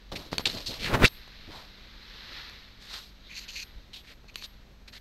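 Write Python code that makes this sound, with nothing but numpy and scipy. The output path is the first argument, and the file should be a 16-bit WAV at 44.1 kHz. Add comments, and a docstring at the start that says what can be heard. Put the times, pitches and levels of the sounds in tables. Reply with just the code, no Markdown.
"""A quiet room with a hard floor: a cat climbs into a cardboard box close to a small hand-held camera.
Paws scrape the board in short strokes of slipping fibres, fur brushes as soft noise, and edges click and ring.
One long drag crosses the rim; rumble, jolts and soft knocks reach the microphone through the casing.
Room hiss, hum and a faint whistle lie behind. The camera's own hiss and whine pass a noise suppressor
that opens on bright sound."""
import sys
import numpy as np
from scipy import signal
from scipy.fft import rfft, irfft, next_fast_len
from scipy.io import wavfile
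from scipy.ndimage import uniform_filter1d, map_coordinates

SR = 44100
rng = np.random.default_rng(int(sys.argv[2]) if len(sys.argv) > 2 else 0)


def dump_mix(stems):
    """Bounce the given channels to the path in sys.argv[1] as a 16-bit WAV at rate SR."""
    frames = np.atleast_2d(stems).T  # one column per channel
    limited = np.clip(frames, -1, 1)  # hard clip at full scale
    pcm = np.round(limited * 32767).astype(np.int16)
    wavfile.write(sys.argv[1], SR, pcm)


N = 220896  # length in samples


def amp(db):
    """Decibels to amplitude."""
    return 10 ** (np.asarray(db) / 20)


def unit(x):
    """x scaled to rms 1."""
    return x / np.sqrt(np.mean(x ** 2) + 1e-20)


def along(points, hz):
    """Value at hz between (Hz, value) points on a log frequency axis."""
    f, v = np.transpose(points)
    return np.interp(np.log(hz + 1), np.log(f + 1), v)


def curves(rows):
    """One value per sample for each column after the time."""
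    s, *cols = np.transpose(rows)
    return [np.interp(np.arange(N) / SR, s, c) for c in cols]


def wobble(rate, size=N):
    """A smooth random curve, rate knots a second."""
    knots = rng.standard_normal(int(size * rate / SR) + 4)
    return map_coordinates(knots, [np.arange(size) * rate / SR])


def filtered(x, response):
    """x times a complex response of frequency."""
    m = next_fast_len(len(x) + SR // 4)
    spectrum = rfft(x, m) * response(np.fft.rfftfreq(m, 1 / SR))
    return irfft(spectrum, m)[:len(x)]


def peak(f, hz, width_hz):
    """A causal resonance of gain 1."""
    return 1j * f * width_hz / (hz * hz - f * f + 1j * f * width_hz)


def noise(spectrum):
    """Coloured noise of rms 1."""
    return unit(filtered(rng.standard_normal(N), lambda f: amp(along(spectrum, f))))


def tone(hz, wander_hz, db):
    """A steady line whose pitch wanders a little."""
    cycles = np.cumsum(hz + wander_hz * wobble(25)) / SR
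    return amp(db) * np.sqrt(2) * np.sin(2 * np.pi * cycles)


# colour of the room hiss: f/Hz, relative level/dB per Hz
ROOM_COLOUR = [(100, 22), (300, -12), (800, 8.5), (2500, 3.5), (5000, -3), (6300, -2.5), (8000, -17),
               (12000, -29), (16000, -27)]
# hum and a faint whistle: f/Hz, wander/Hz, level/dB
ROOM_TONES = [(48.4, 5, -58), (150, 4, -72), (199.4, 3, -67), (251, 4, -73), (8000, 25, -91)]


def room():
    """Steady broadband hiss with wandering sine lines for hum and whistle."""
    hiss = amp(-61) * noise(ROOM_COLOUR)
    return hiss + sum(tone(*line) for line in ROOM_TONES)


# slow brushing of the coat: t/s, level/dB before flicker
FUR_LEVEL = [(0.0, -61.5), (0.17, -62.5), (0.44, -52), (0.6, -63), (0.88, -51), (1.0, -58), (1.18, -54),
             (1.51, -52.5), (1.69, -55.5), (1.97, -53.5), (2.3, -46.5), (2.38, -44), (2.62, -53.5),
             (3.0, -65), (3.47, -53.5), (3.7, -58.5), (4.13, -69.5), (4.48, -61), (5.01, -78)]
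# colour of the brushing: f/Hz, relative level/dB per Hz
FUR_COLOUR = [(200, -10), (700, -14), (1900, -3), (2900, -6.5), (4100, -2.5), (5200, -11), (8000, -35),
              (16000, -54)]


def fur():
    """The coat brushes the walls: soft dense noise that breathes slightly."""
    level_db, = curves(FUR_LEVEL)
    flicker_db = 0.28 * wobble(10) + 0.88 * wobble(300)
    return amp(level_db + flicker_db) * noise(FUR_COLOUR)


# rumble of the holding hand: t/s, level/dB
HAND_LEVEL = [(0, -60), (.09, -51), (.13, -48), (.3, -48), (.43, -52), (.75, -49), (.9, -43), (1.1, -52),
              (1.5, -56.5), (1.85, -56.5), (2.47, -57), (2.87, -59.5), (3.62, -52), (3.94, -57),
              (4.35, -54), (5.01, -59)]
# colour of the hand rumble: f/Hz, relative level/dB per Hz
RUMBLE_COLOUR = [(5, -27), (20, -4), (45, -11), (70, -12.5), (120, -84)]
# jolts of the casing: t/s of the peak, peak level/dB before the lumps
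JOLTS = [(0.125, -36.5), (0.268, -51), (0.327, -41.5), (0.383, -48), (0.469, -39.5), (0.549, -45),
         (.69, -44.5), (1.486, -48)]
# colour of thuds in the casing, also under the drag: f/Hz, relative level/dB per Hz
THUD_COLOUR = [(50, -58), (76, -0.5), (100, 1.5), (150, -2.5), (300, -4.5), (600, -8.5), (1500, -43.5)]
JOLT_RISE_S, JOLT_T60_S, CASING_REST_DB = 0.012, 0.33, -63


def body():
    """Low sound carried through the hand and the casing, in lumps; each jolt swells fast and dies away."""
    rumble_db, = curves(HAND_LEVEL)
    t = np.arange(N) / SR
    thud = amp(CASING_REST_DB)
    for s, db in JOLTS:
        swell = np.clip(1 + (t - s) / JOLT_RISE_S, 0, 1)
        thud = thud + swell * amp(db - 60 * np.maximum(t - s, 0) / JOLT_T60_S)
    lumps = amp(2.28 * wobble(40))
    return amp(rumble_db) * noise(RUMBLE_COLOUR) + thud * lumps * noise(THUD_COLOUR)


# strokes on the board: t/s, rise/s, hold/s, fall/s, level/dB before the grip,
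# board resonance f/Hz, bright hiss level/dB relative to the board
STROKES = [(0.116, 0.0026, 0.0053, 0.031, -35.5, 440, -6.5), (0.152, 0.0074, 0.0054, 0.018, -40, 2430, 1.5),
           (0.17, 0.002, 0.016, 0.15, -52, 850, 4), (0.314, 0.0039, 0.016, 0.055, -54.5, 1174, 9),
           (0.389, 0.0053, 0.015, 0.016, -44, 900, 1.5), (.454, 0.0033, 0.0022, 0.0056, -24.5, 2700, -1),
           (0.463, 0.0043, 0.0068, 0.0086, -27.5, 3830, -5.5),
           (0.478, 0.0023, 0.024, 0.23, -56.5, 1490, 17), (0.532, 0.015, 0.031, 0.068, -46, 506, -1.5),
           (0.658, 0.0042, 0.023, 0.041, -37, 4360, -5.5), (0.688, 0.023, 0.032, 0.055, -48.5, 804, 7.5),
           (1.494, 0.037, 0.036, 0.14, -50, 845, -1.5), (2.794, 0.027, 0.16, .05, -57.5, 1720, 6),
           (2.868, 0.079, 0.013, 0.075, -50, 1440, 7), (2.973, 0.011, 0.041, 0.12, -58, 3940, 4.5),
           (3.233, 0.021, 0.047, .03, -58, 3700, -19), (3.283, 0.026, 0.067, .02, -49, 2420, -7.5),
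           (3.338, 0.026, 0.015, 0.047, -48, 2370, 7), (3.396, 0.023, 0.027, 0.015, -56, 2780, 6.5),
           (3.48, 0.0027, 0.018, 0.015, -44.5, 2800, 0.5), (3.513, 0.0038, 0.044, 0.012, -58.5, 2750, 11),
           (3.549, 0.012, 0.068, 0.014, -43.5, 2500, 1.5), (3.931, 0.0019, 0.027, 0.07, -47, 3340, -4),
           (4.021, 0.065, 0.038, 0.024, -54.5, 2080, -1.5), (4.281, 0.0024, 0.016, 0.0094, -53.5, 2550, -5),
           (4.34, 0.0027, 0.0047, 0.0066, -56, 3030, -1), (4.356, 0.0099, 0.058, .015, -56.5, 2540, 1.5),
           (4.408, 0.029, 0.021, 0.01, -48.5, 4260, 2), (4.875, 0.0029, 0.015, 0.015, -55, 2080, 1.5),
           (4.922, 0.007, 0.046, 0.017, -52.5, 1950, 2)]
# colour of the bright hiss, also in the drag: f/Hz, relative level/dB per Hz
HISS_COLOUR = [(300, -15), (1500, -14.5), (3300, -6), (4300, -2), (5300, -9.5), (7000, -19), (8500, -23),
               (11000, -33), (16000, -40)]
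# colour of the hiss in a corner of the box: f/Hz, relative level/dB per Hz
CORNER_HISS_COLOUR = [(500, -45), (1500, -20), (2600, -11), (3400, -17), (4350, 0), (5200, -13), (6350, -8),
                      (7200, -16), (8200, -28), (16000, -42)]
# spells with the paws in a corner: start t/s, end t/s
CORNER_SPELLS = [(3.2, 3.7), (4.2, 4.4)]
BOARD_WIDTH_HZ, WIDTH_PER_HZ = 800, 0.29  # board resonance: wider when higher
CORNER_WIDTH_HZ = 800


def strokes():
    """Each stroke is a run of fibre slips that sounds the board and hisses; the grip catches and lets go."""
    out, size = np.zeros(N + SR), SR // 4
    t = np.arange(size) / SR
    for s, rise, hold, fall, db, hz, hiss_db in STROKES:
        slips = rng.standard_normal(size) * amp(2.0 * wobble(700, size=size))
        # while the paws work in a corner, its close walls give sharper bands
        corner = any(a < s < b for a, b in CORNER_SPELLS)
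        width_hz = CORNER_WIDTH_HZ if corner else BOARD_WIDTH_HZ + WIDTH_PER_HZ * hz
        colour = CORNER_HISS_COLOUR if corner else HISS_COLOUR
        board = unit(filtered(slips, lambda f: peak(f, hz, width_hz) ** 2))
        # reversed slips keep the hiss from following the board grain for grain
        hiss = unit(filtered(slips[::-1], lambda f: amp(along(colour, f))))
        press = np.clip(np.minimum(t / rise, 1 + (rise + hold - t) / fall), 0, 1) ** 1.13
        grip_db = 1.8 * wobble(110, size=size)
        scrape = board + amp(hiss_db) * hiss
        out[round(s * SR):][:size] += amp(db + grip_db) * press * scrape
    return out[:N]


# edge clicks: t/s, soft push peak level/dB, snap level/dB
CLICKS = [(0.122, -60, -39), (0.33, -14, -17.5), (0.342, -28, -34), (0.3817, -22.5, -5),
          (0.396, -20.5, -30), (0.467, -22.5, -38), (0.477, -26, -37), (1.278, -38.5, -37),
          (2.497, -62, -30.5), (3.44, -62, -39), (4.244, -43, -55), (4.3573, -68, -13.5),
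          (4.424, -38.5, -23.5)]
# modes of the box edge: f/Hz, relative level/dB, t60/s
EDGE_MODES = [(1150, -23, 0.012), (1954, -9, 0.0054), (2470, -7, 0.0058), (3970, -17, 0.025),
              (4450, -11, 0.02), (6080, -6, 0.0033)]
PUSH_S, SNAP_RISE_S = 0.00023, 0.00022
RING_DB = -5  # edge ring within the snap


def clicks():
    """A soft push on the wall, and a snap: a dry crack that rings the edge briefly at new strengths."""
    out, t = np.zeros(N + SR), np.arange(SR // 20) / SR
    push = (t / PUSH_S * np.exp(1 - t / PUSH_S)) ** 2
    onset = 1 - np.exp(-t / SNAP_RISE_S)
    for s, push_db, snap_db in CLICKS:
        ring = np.zeros(len(t))
        chance_db = rng.normal(0, 2, len(EDGE_MODES))
        for (hz, db, t60), more in zip(EDGE_MODES, chance_db):
            ring += amp(db + more - 60 * t / t60) * np.sin(2 * np.pi * hz * t)
        burst = amp(-60 * t / 0.0063) * rng.standard_normal(len(t))
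        crack = filtered(burst, lambda f: peak(f, 1870, 3330) ** 2)
        snap = (amp(RING_DB) * ring + crack) * onset
        out[round(s * SR):][:len(t)] += amp(push_db) * push + amp(snap_db) * snap
    return out[:N]


# the long drag over the rim: t/s, board level/dB, board resonance f/Hz, bright hiss level/dB, thud level/dB
DRAG = [(0.769, -60, 2600, -71, -57), (.80, -50.5, 2570, -46, -46.5), (0.847, -36.5, 2270, -39, -38.5),
        (.875, -33.5, 1840, -45.5, -39.5), (.9, -39, 1190, -46, -34), (0.924, -35, 1030, -68, -31.5),
        (0.946, -23.5, 1330, -56, -22), (0.986, -41, 900, -82, -33.5), (1.017, -28.5, 850, -78, -23.5),
        (1.044, -15, 1650, -67, -15.5), (1.059, -16.5, 2600, -30, -32.5), (1.065, -39, 4200, -28, -37),
        (1.081, -50, 4580, -34.5, -53), (1.092, -77, 4500, -82, -73)]
DRAG_GRAIN_DB = 2.2
DRAG_WIDTH_HZ, DRAG_WIDTH_PER_HZ = 1300, 0.21


def drag():
    """One long stroke over the rim: the board's resonance glides, and the weight thuds into the casing."""
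    level_db, hz, hiss_db, thud_db = curves(DRAG)
    slips = unit(rng.standard_normal(N) * amp(DRAG_GRAIN_DB * wobble(500)))
    # the gliding resonance shapes each short frame, evened to the same power
    f, t, z = signal.stft(slips, SR, nperseg=256)
    hz = np.interp(t * SR, np.arange(N), hz)
    gain = np.abs(peak(f[:, None], hz, DRAG_WIDTH_HZ + DRAG_WIDTH_PER_HZ * hz)) ** 2
    even_gain = gain / np.sqrt(np.mean(gain ** 2, axis=0))
    board = signal.istft(z * even_gain, SR, nperseg=256)[1][:N]
    hiss = unit(filtered(slips, lambda f: amp(along(HISS_COLOUR, f))))
    start, end = DRAG[0][0], DRAG[-1][0]
    on = np.abs(np.arange(N) / SR - (start + end) / 2) < (end - start) / 2
    return on * (amp(level_db) * board + amp(hiss_db) * hiss + amp(thud_db) * noise(THUD_COLOUR))


# soft knocks on the casing: t/s, swing level/dB before the rebound's growth
THUMPS = [(0.926, -26), (1.027, -16), (3.759, -38)]
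THUMP_S, THUMP_SWELL = 0.0257, 0.27  # one swing in and out; how much the rebound outgrows the dip


def thumps():
    """The casing swings in and out once for each knock."""
    out, t = np.zeros(N), np.arange(N) / SR
    for s, db in THUMPS:
        v = np.clip((t - s) / THUMP_S, 0, 1)
        out -= amp(db) * np.sin(2 * np.pi * v) * (1 + THUMP_SWELL * (2 * v - 1))
    return out


def scene():
    """Room, cat, box and casing together at the microphone."""
    return (room() + fur() + body() + strokes() + clicks() + drag() + thumps())[None]


# microphone port resonances: f/Hz, width/Hz, boost level/dB
PORT = [(3930, 920, 2.5)]
# colour of the electronics' hiss: f/Hz, relative level/dB per Hz
CIRCUIT_COLOUR = [(4000, -34), (8000, -3), (12000, -7), (16000, -26)]
WHINE_HZ, TOP_HZ = 12845, 15740
OVERLOAD = 0.6  # amplitude that the soft overload approaches


def record(dry):
    """Port resonance, soft overload, the electronics' own hiss and whine behind a suppressor, and the band limit."""
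    def port(f):
        return np.prod([1 + (amp(db) - 1) * peak(f, hz, w) for hz, w, db in PORT], axis=0)

    x = filtered(dry[0], port)
    x = x / (1 + np.abs(x / OVERLOAD) ** 4) ** (1 / 4)
    # levels with the suppressor fully open
    own = amp(-68.5) * noise(CIRCUIT_COLOUR) + tone(WHINE_HZ, wander_hz=8, db=-59)
    # the suppressor opens quickly with the bright sound that arrives and closes more slowly
    bright = filtered(x, lambda f: peak(f, 10100, 3700) ** 2)
    power = filtered(bright ** 2, lambda f: 1 / (1 + 2j * np.pi * f * 0.02))
    power_db = 10 * np.log10(np.abs(power) + 1e-12)
    open_db = np.clip(0.86 * (power_db + 60), -24, 0)
    heard = x + amp(uniform_filter1d(open_db, size=700)) * own
    return filtered(heard, lambda f: (f < TOP_HZ) * 1.0)[None]


dry = scene()
out = record(dry)
dump_mix(out)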